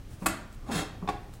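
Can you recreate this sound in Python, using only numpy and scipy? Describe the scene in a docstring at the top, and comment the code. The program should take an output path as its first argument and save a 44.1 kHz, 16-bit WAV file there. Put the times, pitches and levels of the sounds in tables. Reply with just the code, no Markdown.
"""Inside a parked car, door open, one microphone close to a seat belt worked by hand.
The webbing goes taut against the trim with a soft thud and the retractor's pawl catches with a sharp
clack. A short length of belt zips through its guide as the spool turns, then a second tug seats the lock
with a duller clack. Cloth rustles faintly; a low rumble lies behind it all."""
import sys
import numpy as np
from scipy import signal
from scipy.fft import rfft, irfft
from scipy.io import wavfile

SR = 44100
rng = np.random.default_rng(int(sys.argv[2]) if len(sys.argv) > 2 else 0)


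def store_wav(level_fs):
    """Save 16-bit WAV to argv[1]."""
    pcm = np.round(np.clip(np.atleast_2d(level_fs), -1, 1) * 32767)
    wavfile.write(sys.argv[1], SR, pcm.T.astype(np.int16))


N = 61739
T = np.arange(N) / SR

# Levels in the tables are relative; a spectrum gives the level per hertz.
# low rumble behind the scene: (frequency [Hz], level [dB])
RUMBLE_SPECTRUM = [(25, 0.5), (50, -6.5), (80, -5.5), (120, -7), (170, -16), (280, -18.5), (450, -28.5),
                   (1000, -33), (2000, -38), (5000, -43), (10000, -49), (16000, -52)]
# reverberation of the cabin and the space around it: (frequency [Hz], level [dB], t60 [s])
CABIN_REVERB = [(148, -2, .5), (420, -1, .5), (1040, -4.5, 0.56), (1640, -4.5, 0.59), (2920, -5, 0.55),
                (7400, -6, 0.31), (15000, -10, 0.21)]
# cloth sliding under the hands: (time [s], half-width [s], level [dB])
CLOTH_SWELLS = [(0.131, 0.026, -55.5), (.235, .028, -53), (0.533, 0.017, -60.5), (1.351, 0.017, -56)]
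# its hiss: (frequency [Hz], level [dB])
CLOTH_SPECTRUM = [(500, 15), (2000, 2), (5000, 2), (10000, 3.5), (13000, -10), (15500, 2.5)]
# light ticks of the plastic fittings: (time [s], level [dB])
FITTING_TICKS = [(0.526, -50.5), (0.546, -51), (1.337, -47)]
# their colour: (frequency [Hz], level [dB])
TICK_SPECTRUM = [(800, 6), (3000, -0.5), (5500, -9), (8500, 4.5), (11000, -9), (15500, -3)]
# rumble of the turning spool: (time [s], level [dB])
SPOOL_LEVEL = [(.62, -28), (.685, -12.5), (.698, -0.5), (.73, -8), (.757, -1.5), (.79, -7), (.83, -6),
               (.9, -45)]
# its resonances: (frequency [Hz], level [dB], t60 [s])
SPOOL_MODES = [(166, -13, 0.053), (207, -4.5, .08), (279, -0.5, .08), (400, -7.5, 0.014),
               (597, -8.5, 0.021), (770, -3.5, 0.023), (1150, -5.5, 0.025)]
# thrum of the stretched webbing: (time [s], pitch [Hz], level [dB])
THRUM_CURVE = [(0.691, 290, -39), (0.717, 276.7, -33), (0.739, 216.4, -37.5), (0.758, 164, -26),
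               (0.779, 166, -34), (0.828, 160, -39)]
# friction of the running belt, following its speed: (time [s], level [dB])
FRICTION_LEVEL = [(.66, -30), (.685, -18), (.708, -17.5), (.716, -2.5), (.765, 1.5), (.795, 0.5),
                  (.815, -4), (.835, -13), (.89, -62)]
# rasp of webbing on the guide: (frequency [Hz], level [dB])
WEBBING_SPECTRUM = [(400, 7.5), (900, 6), (1500, 7.5), (2600, -0.5), (2950, -9.5), (3600, 3.5),
                    (5800, -6.5), (7000, 0.5), (8800, -7), (10200, -4), (12000, -12.5), (14200, -19),
                    (15600, -9)]
# resonances of the guide: (frequency [Hz], level [dB], t60 [s])
GUIDE_MODES = [(1764, -9.5, 0.078), (2107, -4, 0.075), (2666, -4, 0.027), (3273, -3, 0.027),
               (3690, -9.5, 0.037), (4170, -6, 0.017), (5290, -4.5, 0.025), (6636, -4.5, 0.042),
               (7780, -5.5, 0.023), (9630, -6, .03)]
# belt going taut on the trim: (time [s], push level [dB], rattle level [dB], rattle low-pass [Hz])
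TRIM_THUDS = [(0.2204, -5.5, -38, 6000), (.241, -11, -52, 3000), (0.695, -20.5, -33, 4000),
              (1.015, -24, -47, 1190), (1.0254, -3, -44.5, 1115), (1.044, -17, -54, 1000)]
# ring of the trim panel: (frequency [Hz], level [dB], t60 [s])
PANEL_MODES = [(183.4, 1, 0.14), (295, -11.5, 0.022), (411, -14, 0.09), (1117, -6.5, 0.044)]
# rattle of loose trim: (frequency [Hz], level [dB])
RATTLE_SPECTRUM = [(100, -26), (250, 12.5), (470, 1.5), (750, 5.5), (1150, -2), (1900, -13.5), (2650, -8.5),
                   (3300, -58), (12000, -38)]
# contacts of the lock as it seats: (time [s], level [dB])
LOCK_CONTACTS = [(1.0755, -7), (1.0852, -7), (1.0879, 2.5), (1.095, -8)]
# its ring: (frequency [Hz], level [dB], t60 [s])
LOCK_RING = [(117, -12.5, 0.22), (295, -8.5, 0.15), (420, -17.5, .16), (640, -13.5, 0.088), (725, -17, 0.3),
             (756, -0.5, 0.095), (1115, -1, 0.057), (2430, -8, 0.027), (3570, -12.5, 0.079)]
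# its crack: (frequency [Hz], level [dB])
LOCK_SPECTRUM = [(120, 6), (330, 16.5), (520, 7), (720, 15.5), (1050, 5), (1500, 6.5), (2000, -2.5),
                 (2550, 1.5), (3000, -7.5), (3700, -4), (5500, -9.5), (10000, -18.5), (14000, -30),
                 (15800, -24)]
# contacts of the pawl on the ratchet: (time [s], level [dB])
PAWL_CONTACTS = [(.2593, -4), (.2621, -2.5), (.2656, -2.5), (.2726, -35), (.284, -13), (.298, -21)]
# its ring: (frequency [Hz], level [dB], t60 [s])
PAWL_RING = [(69.1, -15, 1), (210.4, -8, 0.73), (279.3, -12.5, 0.4), (647, -13, 0.027), (743, 0, 0.074),
             (1148, 3, 0.054), (1699, -12, 0.039), (1770, -26, 0.38), (2100, -21.5, 0.15),
             (2543, -6, 0.061), (2670, -5.5, 0.25), (7450, -13.5, 0.068), (9690, -4, 0.041),
             (12540, -6.5, 0.055)]
# its crack: (frequency [Hz], level [dB])
PAWL_SPECTRUM = [(100, 13), (250, 16), (430, 3), (600, 10.5), (950, 5.5), (1250, 9.5), (1800, 8),
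                 (2650, 1.5), (3100, -1), (4300, -1), (6000, -7.5), (7400, 5.5), (10000, 0), (13000, -6),
                 (14200, -6), (15800, -13)]


def from_db(db):
    """Decibels to gain."""
    return 10 ** (np.asarray(db) / 20)


def rms_one(x):
    """Scale to unit rms."""
    return x / np.sqrt(np.mean(x ** 2) + 1e-20)


def at_hz(points, hz, column=1):
    """Read a table on a log-frequency axis."""
    table = np.array(points)
    return np.interp(np.log(np.maximum(hz, 1)), np.log(table[:, 0]), table[:, column])


def level(curve):
    """Gain along a dB curve, silent outside it."""
    s, db = np.transpose(curve)
    return from_db(np.interp(T, s, db)) * (T > s[0]) * (T < s[-1])


def burst(start_s, attack_s, t60):
    """Envelope that rises from start_s and dies away."""
    age = np.maximum(T - start_s, 0)
    return (1 - np.exp(-age / attack_s)) * np.exp(-np.log(1000) * age / t60)


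def noise(spectrum):
    """Unit-rms noise of the given colour, above 20 Hz."""
    hz = np.arange(N + 1) * SR / (2 * N)
    white = rfft(rng.standard_normal(2 * N))
    return rms_one(irfft(white * from_db(at_hz(spectrum, hz)) * (hz > 20))[:N])


def soften(x, hz):
    """One-pole low-pass."""
    pole = np.exp(-2 * np.pi * hz / SR)
    return signal.lfilter([1 - pole], [1, -pole], x)


def wobble(hz):
    """Smooth random drift of unit rms."""
    return rms_one(soften(soften(rng.standard_normal(N), hz), hz))


def ring(x, hz, t60):
    """One mode: a unit click sets a sine of height 1 ringing."""
    radius, angle = from_db(-60 / (t60 * SR)), 2 * np.pi * hz / SR
    return signal.lfilter([0, np.sin(angle)], [1, -2 * radius * np.cos(angle), radius ** 2], x + 1e-18)


def strike(blows, modes):
    """Blows ring all the modes of a body, in alternating polarity."""
    return sum((-1) ** k * from_db(db) * ring(blows, hz, t60) for k, (hz, db, t60) in enumerate(modes))


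def hum(modes):
    """Friction keeps a set of modes ringing."""
    return sum(from_db(db) * rms_one(ring(rng.standard_normal(N), hz, t60)) for hz, db, t60 in modes)


def background():
    """A steady low rumble around the car."""
    return from_db(-44) * noise(RUMBLE_SPECTRUM)


def cabin(x, build_s=0.0059):
    """Reflections reach the microphone as a diffuse tail; the treble dies first."""
    edges = np.geomspace(80, 18000, 17)  # about half an octave a band
    white, response = rng.standard_normal((2, N)), np.zeros(N)
    for k, (low, high) in enumerate(zip(edges, edges[1:])):
        hz = np.sqrt(low * high)
        decay = burst(0, build_s, t60=at_hz(CABIN_REVERB, hz, column=2))
        band = signal.sosfilt(signal.butter(2, [low, high], "band", fs=SR, output="sos"), white[k % 2])
        response += from_db(at_hz(CABIN_REVERB, hz)) * band * decay / np.sqrt(np.sum(decay ** 2))
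    return signal.fftconvolve(x, response)[:N]


def cloth():
    """Cloth slides under the hands in brief swells of hiss."""
    swells = sum(from_db(db) * np.exp(-.5 * ((T - s) / width) ** 2) for s, width, db in CLOTH_SWELLS)
    return noise(CLOTH_SPECTRUM) * swells


def fittings():
    """The belt's plastic fittings give tiny clicks."""
    clicks = sum(from_db(db) * burst(s, attack_s=0.00024, t60=0.027) for s, db in FITTING_TICKS)
    return noise(TICK_SPECTRUM) * clicks


def spool():
    """The turning spool rumbles in its frame."""
    return from_db(-36) * level(SPOOL_LEVEL) * hum(SPOOL_MODES)


def thrum(pitch_jitter=0.0902, waver_db=1.5, waver_hz=50.3):
    """The free length of belt vibrates unsteadily, lower as more is paid out."""
    s, hz, db = np.transpose(THRUM_CURVE)
    pitch = np.interp(T, s, hz) * (1 + pitch_jitter * wobble(waver_hz))
    tone = np.sin(2 * np.pi * np.cumsum(pitch) / SR)
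    return tone * level(np.c_[s, db]) * from_db(waver_db * wobble(waver_hz))


def webbing(grain_db=1, grain_hz=306):
    """The weave rasps over the guide in fine uneven grains and makes it sing."""
    rasp = rms_one(noise(WEBBING_SPECTRUM) * from_db(grain_db * wobble(grain_hz)))
    return level(FRICTION_LEVEL) * (from_db(-35.5) * rasp + from_db(-46) * hum(GUIDE_MODES))


def thuds(contact_s=0.00017):
    """The tightening belt gives the panel a soft push and shakes the loose trim."""
    pushes = sum(from_db(db) * burst(s, contact_s, contact_s * np.log(1000))
                 for s, db, _, _ in TRIM_THUDS)
    push_area = contact_s * SR / 2
    panel = from_db(-25.5) * strike(pushes / push_area, PANEL_MODES)
    rattle = noise(RATTLE_SPECTRUM)
    shaking = sum(from_db(db) * burst(s, attack_s=0.0023, t60=0.17) * soften(rattle, hz)
                  for s, _, db, hz in TRIM_THUDS)
    return panel + shaking


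def clack(hits, modes, spectrum, ring_db, crack_db, attack_s, crack_t60,
          chatter_db, chatter_hz, chatter_t60):
    """Each contact gives a crack, a duller chatter of loose parts and a ring; returns (noise, ring)."""
    def contact_noise(t60):
        power = sum((from_db(db) * burst(s, attack_s, t60)) ** 2 for s, db in hits)
        return noise(spectrum) * np.sqrt(power)

    crack = from_db(crack_db) * contact_noise(crack_t60)
    chatter = from_db(chatter_db) * soften(contact_noise(chatter_t60), chatter_hz)
    blows = sum(from_db(db) * signal.unit_impulse(N, int(s * SR)) for s, db in hits)
    return crack + chatter, from_db(ring_db) * strike(blows, modes)


def lock():
    """Under a firm tug the lock seats with a dull clack."""
    return clack(LOCK_CONTACTS, LOCK_RING, LOCK_SPECTRUM, ring_db=-26,
                 crack_db=-25.5, attack_s=0.0014, crack_t60=0.052,
                 chatter_db=-37, chatter_hz=6000, chatter_t60=0.16)


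def pawl():
    """The pawl snaps sharply onto the ratchet and bounces."""
    return clack(PAWL_CONTACTS, PAWL_RING, PAWL_SPECTRUM, ring_db=-26,
                 crack_db=-16.5, attack_s=0.0011, crack_t60=0.041,
                 chatter_db=-33.5, chatter_hz=3000, chatter_t60=0.37)


def scene():
    """At the microphone, in mono: belt and retractor up close, cabin and rumble behind."""
    pawl_noise, pawl_ring = pawl()
    lock_noise, lock_ring = lock()
    noises = pawl_noise + lock_noise + fittings() + thuds() + webbing() + spool()
    rings = pawl_ring + lock_ring + thrum()
    reverb = cabin(noises + from_db(-9) * rings)  # the rings carry into the cabin less than the cracks
    return (noises + rings + reverb + cloth() + background())[None]


def record(dry, cutoff_hz=15800):
    """A steep low-pass takes off the very top."""
    return signal.sosfilt(signal.ellip(12, .1, 80, cutoff_hz, fs=SR, output="sos"), dry)


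dry = scene()
out = record(dry)
store_wav(out)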